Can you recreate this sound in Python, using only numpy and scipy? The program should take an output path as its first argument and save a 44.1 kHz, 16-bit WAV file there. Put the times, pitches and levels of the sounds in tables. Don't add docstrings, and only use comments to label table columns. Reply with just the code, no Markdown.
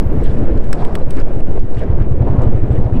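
import sys
import numpy as np
from scipy import signal
from scipy.io import wavfile
from scipy.ndimage import uniform_filter1d, minimum_filter1d

SR = 44100
rng = np.random.default_rng(int(sys.argv[2]) if len(sys.argv) > 2 else 0)


def volts_from_db(level):
    exponent = np.asarray(level, float) / 20
    return 10 ** exponent


def store_pcm(level_fs):
    pcm = np.round(np.clip(level_fs, -1, 1) * 32767).astype(np.int16)
    wavfile.write(sys.argv[1], SR, np.atleast_2d(pcm).T)


N = 132300

# time_s, firings_per_s
FIRING_RATE = [
    (0.0, 9.008),
    (0.35, 7.912),
    (0.7, 7.373),
    (1.1, 7.365),
    (1.5, 7.269),
    (1.8, 7.573),
    (2.0, 9.252),
    (2.2, 10.88),
    (2.6, 12.656),
    (3.0, 14.432),
]
# time_s, level_db
THROTTLE = [(0, -7), (.42, -9.5), (.6, -10), (.95, -23.5), (1.25, -11.5), (1.5, -9.5), (1.66, -9.5),
            (1.88, -3), (2.02, -7.5), (2.22, 1.5), (2.47, 1), (2.56, -3.5), (2.72, 2.5), (2.82, -4),
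            (3, -1.5)]
# pitch_hz, gain_db, t60_s
PIPE_MODES = [
    (76.2, -4, 0.068),
    (127.96, -20.5, 0.16),
]
# time_s, level_db, mid_roar_relative_db
WIND_LEVEL = [(0, -27, -13), (.19, -22.5, -14.5), (.3, -23, -21), (.44, -22.5, -19.5), (.62, -26.5, -15),
              (.78, -27, -6.5), (.98, -28.5, -0.5), (1.05, -23.5, -23.5), (1.19, -26, -13.5),
              (1.5, -26.5, -14), (1.65, -30, -15.5), (1.87, -27, -9.5), (2.18, -28.5, -17),
              (2.27, -26, -4.5), (2.45, -24, -1.5), (2.6, -25.5, -19), (2.75, -23.5, -17), (2.88, -31, -3)]
# pitch_hz, density_db_per_hz
WIND_COLOUR = [(45, -11), (150, -12.5), (450, -18), (1000, -38.5), (2500, -53), (4500, -74.5),
               (8000, -74.5), (16000, -94.5)]
# time_s, gain_db
SHELTER = [(0, -1), (.12, -1.5), (.3, -3), (.55, -2), (.65, -3.5), (.9, 0), (1.1, -4), (1.3, -4.5),
           (1.55, 0), (1.7, -4.5), (1.95, 0.5), (2.1, -1), (2.3, 1.5), (2.5, -3), (2.65, -2), (2.85, -1.5),
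           (3, 7)]
# start_s, size_db
SLAMS = [(-.04, -0.5), (0.077, -2), (0.232, 3.5), (0.438, -2.5), (.5, -5.5), (0.571, 3), (0.819, -1.5),
         (1.013, 6), (1.211, 3), (1.41, 5.5), (1.575, 5), (1.798, -10), (1.919, 1), (1.999, -3),
         (2.119, -2.5), (2.279, -2), (2.472, 2.5), (2.6, 2.5), (2.678, -3.5), (2.792, -1), (2.959, -3)]
# time_s, level_db
FLUTTER = [(0.04, -22), (0.2, -20.5), (0.27, -12), (0.54, -19), (0.64, -22.5), (1.6, -21.5), (1.68, -28),
           (2.01, -8.5), (2.03, -20), (2.17, -15), (2.92, -23), (2.95, -25.5)]
# time_s, level_db
GRAVEL = [(0, -54), (.16, -70.5), (.26, -47), (.45, -62), (.68, -54), (.75, -47.5), (.9, -52), (1.08, -59),
          (1.17, -48.5), (1.25, -59), (1.5, -60.5), (1.69, -62), (1.79, -50.5), (1.93, -81), (2.2, -76.5),
          (2.44, -69.5), (2.6, -68.5), (3, -59)]
# pitch_hz, gain_db, t60_s
GRIT_RINGS = [
    (1600, 2, 0.0038),
    (2870, 2.5, 0.00078),
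    (4930, -1.5, 0.00091),
    (7960, -3, 0.0007),
]
# centre_s, level_db, pitch_hz, length_s
SQUEAKS = [
    (1.021, -48, 4080, .006),
    (1.202, -45, 5000, .004),
    (.757, -53, 7700, .003),
    (2.727, -56, 7800, .005),
]
# start_s, peak_db, pitch_hz
GUSTS = [(.18, -20.5, 276), (.24, -31, 680), (.39, -22.5, 272), (.46, -23, 336), (.53, -24.5, 255),
         (.79, -29.5, 818), (.99, -24, 506), (1.04, -33, 420), (1.15, -23, 300), (1.18, -29.5, 500),
         (1.54, -27.5, 420), (1.8, -29, 494), (2.25, -29.5, 794), (2.46, -20.5, 207), (2.76, -21.5, 215),
         (2.93, -23, 239)]
# start_s, peak_db, pitch_hz
SPRAYS = [
    (.225, -44, 3150),
    (.24, -41, 1680),
    (.27, -54, 3180),
    (.77, -52, 3650),
    (1.16, -37.5, 1510),
    (1.76, -49.5, 2790),
    (1.79, -42.5, 1690),
    (1.97, -44, 1460),
    (2.74, -44.5, 1770),
    (2.93, -48, 2610),
]
# start_s, peak_db, low_part_relative_db, ring_hz, body_hz
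TICKS = [(0.234, -42, -11.5, 7900, 2000), (0.2377, -36.5, -13, 8140, 3000), (.575, -54, 11, 7800, 3880),
         (.64, -48, 3, 7900, 3000), (0.7281, -22.5, 5.5, 7900, 1370), (0.8485, -33, 5, 8100, 1900),
         (.9522, -23.5, -1.5, 7960, 2550), (1.031, -48, 6.5, 6900, 4000), (1.1052, -27.5, -6, 8370, 3360),
         (1.1675, -43, 1.5, 8100, 3460), (1.193, -42.5, -8, 8400, 2620), (1.1994, -51, 7.5, 6700, 4940),
         (1.217, -44, 0, 6200, 2580), (1.404, -46.5, 10, 8700, 1700), (1.593, -48, 8, 8450, 3770),
         (2.0208, -55, 9, 7700, 2820), (2.4174, -41, 0, 7200, 2530), (2.4312, -43.5, 0.5, 8100, 3420)]
# start_s, peak_db, pitch_hz
STONES = [(.261, -36.5, 3170), (.271, -32, 1810), (.282, -34, 1500), (.6694, -45, 2500),
          (1.0076, -35, 1660), (1.139, -45, 4600), (1.173, -24, 1600), (1.1902, -26, 1830),
          (1.209, -30, 2380), (1.5589, -33.5, 2000), (1.7449, -35, 3000), (1.7704, -31, 1830),
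          (1.795, -41, 2560), (1.82, -33.5, 2700), (1.8357, -32, 2350), (1.838, -45.5, 4760),
          (1.89, -47, 2150), (1.982, -51, 4400), (2.9248, -25, 1720), (.7285, -26, 1140), (.729, -33, 2920),
          (.851, -17.5, 1400), (.953, -16.5, 1470), (2.4309, -49.5, 5400), (.235, -39, 2000),
          (.25, -42, 3400), (.296, -40, 3000), (.315, -35, 1900), (1.78, -46, 2950), (1.805, -30, 1910),
          (2.0228, -31, 1600), (.852, -40, 4150), (.9535, -22.5, 3050), (1.1065, -33, 3560),
          (.729, -19, 5000)]
# start_s, peak_db, pitch_hz
POPS = [(0.444, -20, 463), (0.493, -19.5, 480), (0.706, -27, 637), (0.907, -26.5, 748), (1.549, -23, 461),
        (1.574, -16, 527), (1.626, -32, 466), (1.935, -27.5, 558), (2.199, -22, 504), (2.223, -19.5, 673),
        (2.62, -25.5, 482), (2.704, -18, 458), (2.883, -33.5, 536)]


def level(x, db):
    return x * volts_from_db(db) / np.sqrt(np.mean(x ** 2))


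def band(x, hz, width_hz):
    return signal.lfilter(*signal.iirpeak(min(hz, .45 * SR), hz / width_hz, fs=SR), x)


def steep(x, hz, width_hz):
    return band(band(x, hz, width_hz), hz, width_hz)


def noise():
    return rng.standard_normal(N)


def ring(x, hz, t60_s):
    pole = np.exp(2j * np.pi * hz / SR - np.log(1000) / (t60_s * SR))
    return signal.lfilter([1], [1, -pole], x).imag


def walk(rate_hz):
    hold = int(SR / rate_hz)
    held = np.repeat(rng.standard_normal(N // 100), hold)[:N + hold]
    return 1.07 * uniform_filter1d(uniform_filter1d(held, hold), hold)[:N]


def curve(table, index):
    table = np.array(table)
    return np.interp(np.arange(N) / SR, table[:, 0], table[:, index])


def push(at, size, length_s):
    x = np.zeros(N + SR)
    np.add.at(x, np.maximum(at, 0), size)
    shape = np.hanning(int(length_s * SR) + 2)
    return signal.fftconvolve(x, shape / shape.sum())


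def burst(n, hz, width_hz, t60_s, rise_s):
    t = np.arange(len(n)) / SR
    x = steep(n, hz, width_hz)
    return x / np.std(x) * np.exp(-np.log(1000) * t / t60_s) * np.minimum(t / rise_s, 1)


def knocks(table, t60_s, q):
    out = np.zeros(N + SR)
    for (s, db, hz), n in zip(table, rng.standard_normal((40, 2048))):
        out[int(s * SR):][:2048] += volts_from_db(db) * burst(n, hz, hz / q, t60_s, rise_s=.0015)
    return out[:N]


def swells(table, q):
    out = np.zeros(N + SR)
    size = int(.07 * SR)
    for (s, db, hz), n in zip(table, rng.standard_normal((20, 8192))):
        x = steep(n, hz, hz / q)
        out[int(s * SR):][:size] += volts_from_db(db) * x[-size:] / np.std(x) * np.hanning(size)
    return out[:N]


def engine():
    start_phase, pipe_lead_s = .476, .0064
    push_s, gas_s, gas_db = .0027, .031, -41.5
    phase = start_phase + np.cumsum(curve(FIRING_RATE, index=1)) / SR
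    at = np.flatnonzero(np.diff(np.floor(phase))) - int(pipe_lead_s * SR)
    scatter_db = .94 * rng.standard_normal(64)[:len(at)]
    size = volts_from_db(curve(THROTTLE, index=1)[at] + scatter_db)
    pulses = ring(push(at, size, push_s)[:N], hz=115.2, t60_s=.19) * 550 / SR
    pipe = -sum(volts_from_db(db) * ring(pulses, hz, t60_s) for hz, db, t60_s in PIPE_MODES)
    puff = push(at, size, gas_s)[:N] * gas_s * SR
    hiss = level(steep(noise(), 600., 760.), 0)
    return pipe + volts_from_db(gas_db) * puff * hiss


def wind():
    roar_hz, roar_octaves, roar_slope, roar_ref_db = 840, .5, .78, -12.5
    shelter_hz = 420
    colour_hz, colour_db = np.array(WIND_COLOUR).T
    roar_db = roar_slope * (curve(WIND_LEVEL, index=2) - roar_ref_db)
    out, shared = 0, walk(6.7)
    for hz in 45 * 2 ** np.arange(0, 8.5, 1 / 3):
        shared = .71 * shared + .83 * walk(8.67)
        db = np.interp(np.log(hz), np.log(colour_hz), colour_db) + 10 * np.log10(hz)
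        db = db + shared + 1.63 * walk(25.07)
        db = db + 2 * walk(120.) * (hz > 400)
        db = db + roar_db * np.exp(-(np.log2(hz / roar_hz) / roar_octaves) ** 2 / 2)
        db = db + curve(SHELTER, index=1) / (1 + (hz / shelter_hz) ** 4)
        out = out + volts_from_db(db) * level(steep(noise(), hz, hz / 3), 0)
    return level(out, 3.22) * volts_from_db(curve(WIND_LEVEL, index=1))


def buffet():
    slam_hz, slam_t60_s, rise_s = 3.0, .7, .035
    lead_s = .1
    start_s, size_db = np.array(SLAMS).T
    at = ((start_s + lead_s) * SR).astype(int)
    slams = ring(push(at, volts_from_db(size_db), rise_s), slam_hz, slam_t60_s)
    steps = np.gradient(slams)[int(lead_s * SR):][:N] * SR / (2 * np.pi * slam_hz)
    flutter = level(steep(noise(), 20., 47.2), 0) * volts_from_db(curve(FLUTTER, index=1))
    sway = level(steep(noise(), 8, 16.3), -21)
    return steps + flutter + sway


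def grit():
    grains_per_s, spread_db = 2000, 2.6
    when = rng.random((4, N))
    size = rng.exponential(size=(4, N))
    strength = volts_from_db(spread_db * size + 1.1 * walk(36.))
    hits = (when < grains_per_s / SR) * strength * np.sign(noise())
    crunch = 0
    for grains, (hz, db, t60_s) in zip(hits, GRIT_RINGS):
        crunch = crunch + volts_from_db(db) * band(ring(grains, hz, t60_s), hz, hz / 2)
    return level(crunch, 0) * volts_from_db(curve(GRAVEL, index=1))


def squeaks():
    whistle_end_s, whistle_fade_s = .17, .11
    t = np.arange(N) / SR
    out = level(steep(noise(), 13000, 1100), -66)
    out = out * np.clip((whistle_end_s - t) / whistle_fade_s + 1, 0, 1)
    for s, db, hz, length_s in SQUEAKS:
        out = out + volts_from_db(db) * np.sin(2 * np.pi * hz * t) * np.exp(-((t - s) / length_s * 2) ** 2)
    return out


def gusts():
    return swells(GUSTS, q=2)


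def sprays():
    return swells(SPRAYS, q=2.53)


def ticks():
    high_t60_s, low_t60_s, air_db, shell_db = .014, .024, -10, -23.5
    out = np.zeros(N + SR)
    for (s, db, low_db, hz, body_hz), n in zip(TICKS, rng.standard_normal((40, 4, 2048))):
        housing = burst(n[0], hz, 890., high_t60_s, .003)
        crack = burst(n[1], 11000., 9000., high_t60_s, .00078)
        body = burst(n[2], body_hz, 1.1 * body_hz, low_t60_s, .002)
        shell = burst(n[3], 4760, 2500., low_t60_s, .0038)
        high = housing + volts_from_db(air_db) * crack
        low = body + volts_from_db(shell_db) * shell
        out[int(s * SR):][:2048] += volts_from_db(db) * (high + volts_from_db(low_db) * low)
    return out[:N]


def stones():
    return knocks(STONES, t60_s=.0091, q=2.1)


def pops():
    return knocks(POPS, t60_s=.037, q=2.96)


def scene():
    air = engine() + wind() + buffet() + gusts() + pops()
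    road = grit() + squeaks() + sprays() + ticks() + stones()
    return (air + road)[None]


def band_limit(x):
    return signal.sosfilt(signal.butter(12, 15800, fs=SR, output="sos"), x)


def record(dry):
    ceiling, release_s, drive = .93, .026, 1.224
    x = drive * (dry - dry.mean())
    k = int(release_s * SR)
    gain = np.minimum(ceiling / (np.abs(x) + 1e-9), 1)
    gain = minimum_filter1d(gain, k, axis=1)
    x = x * uniform_filter1d(gain, k, axis=1)
    return band_limit(x - .5 * x.mean())


dry = scene()
out = record(dry)
store_pcm(out)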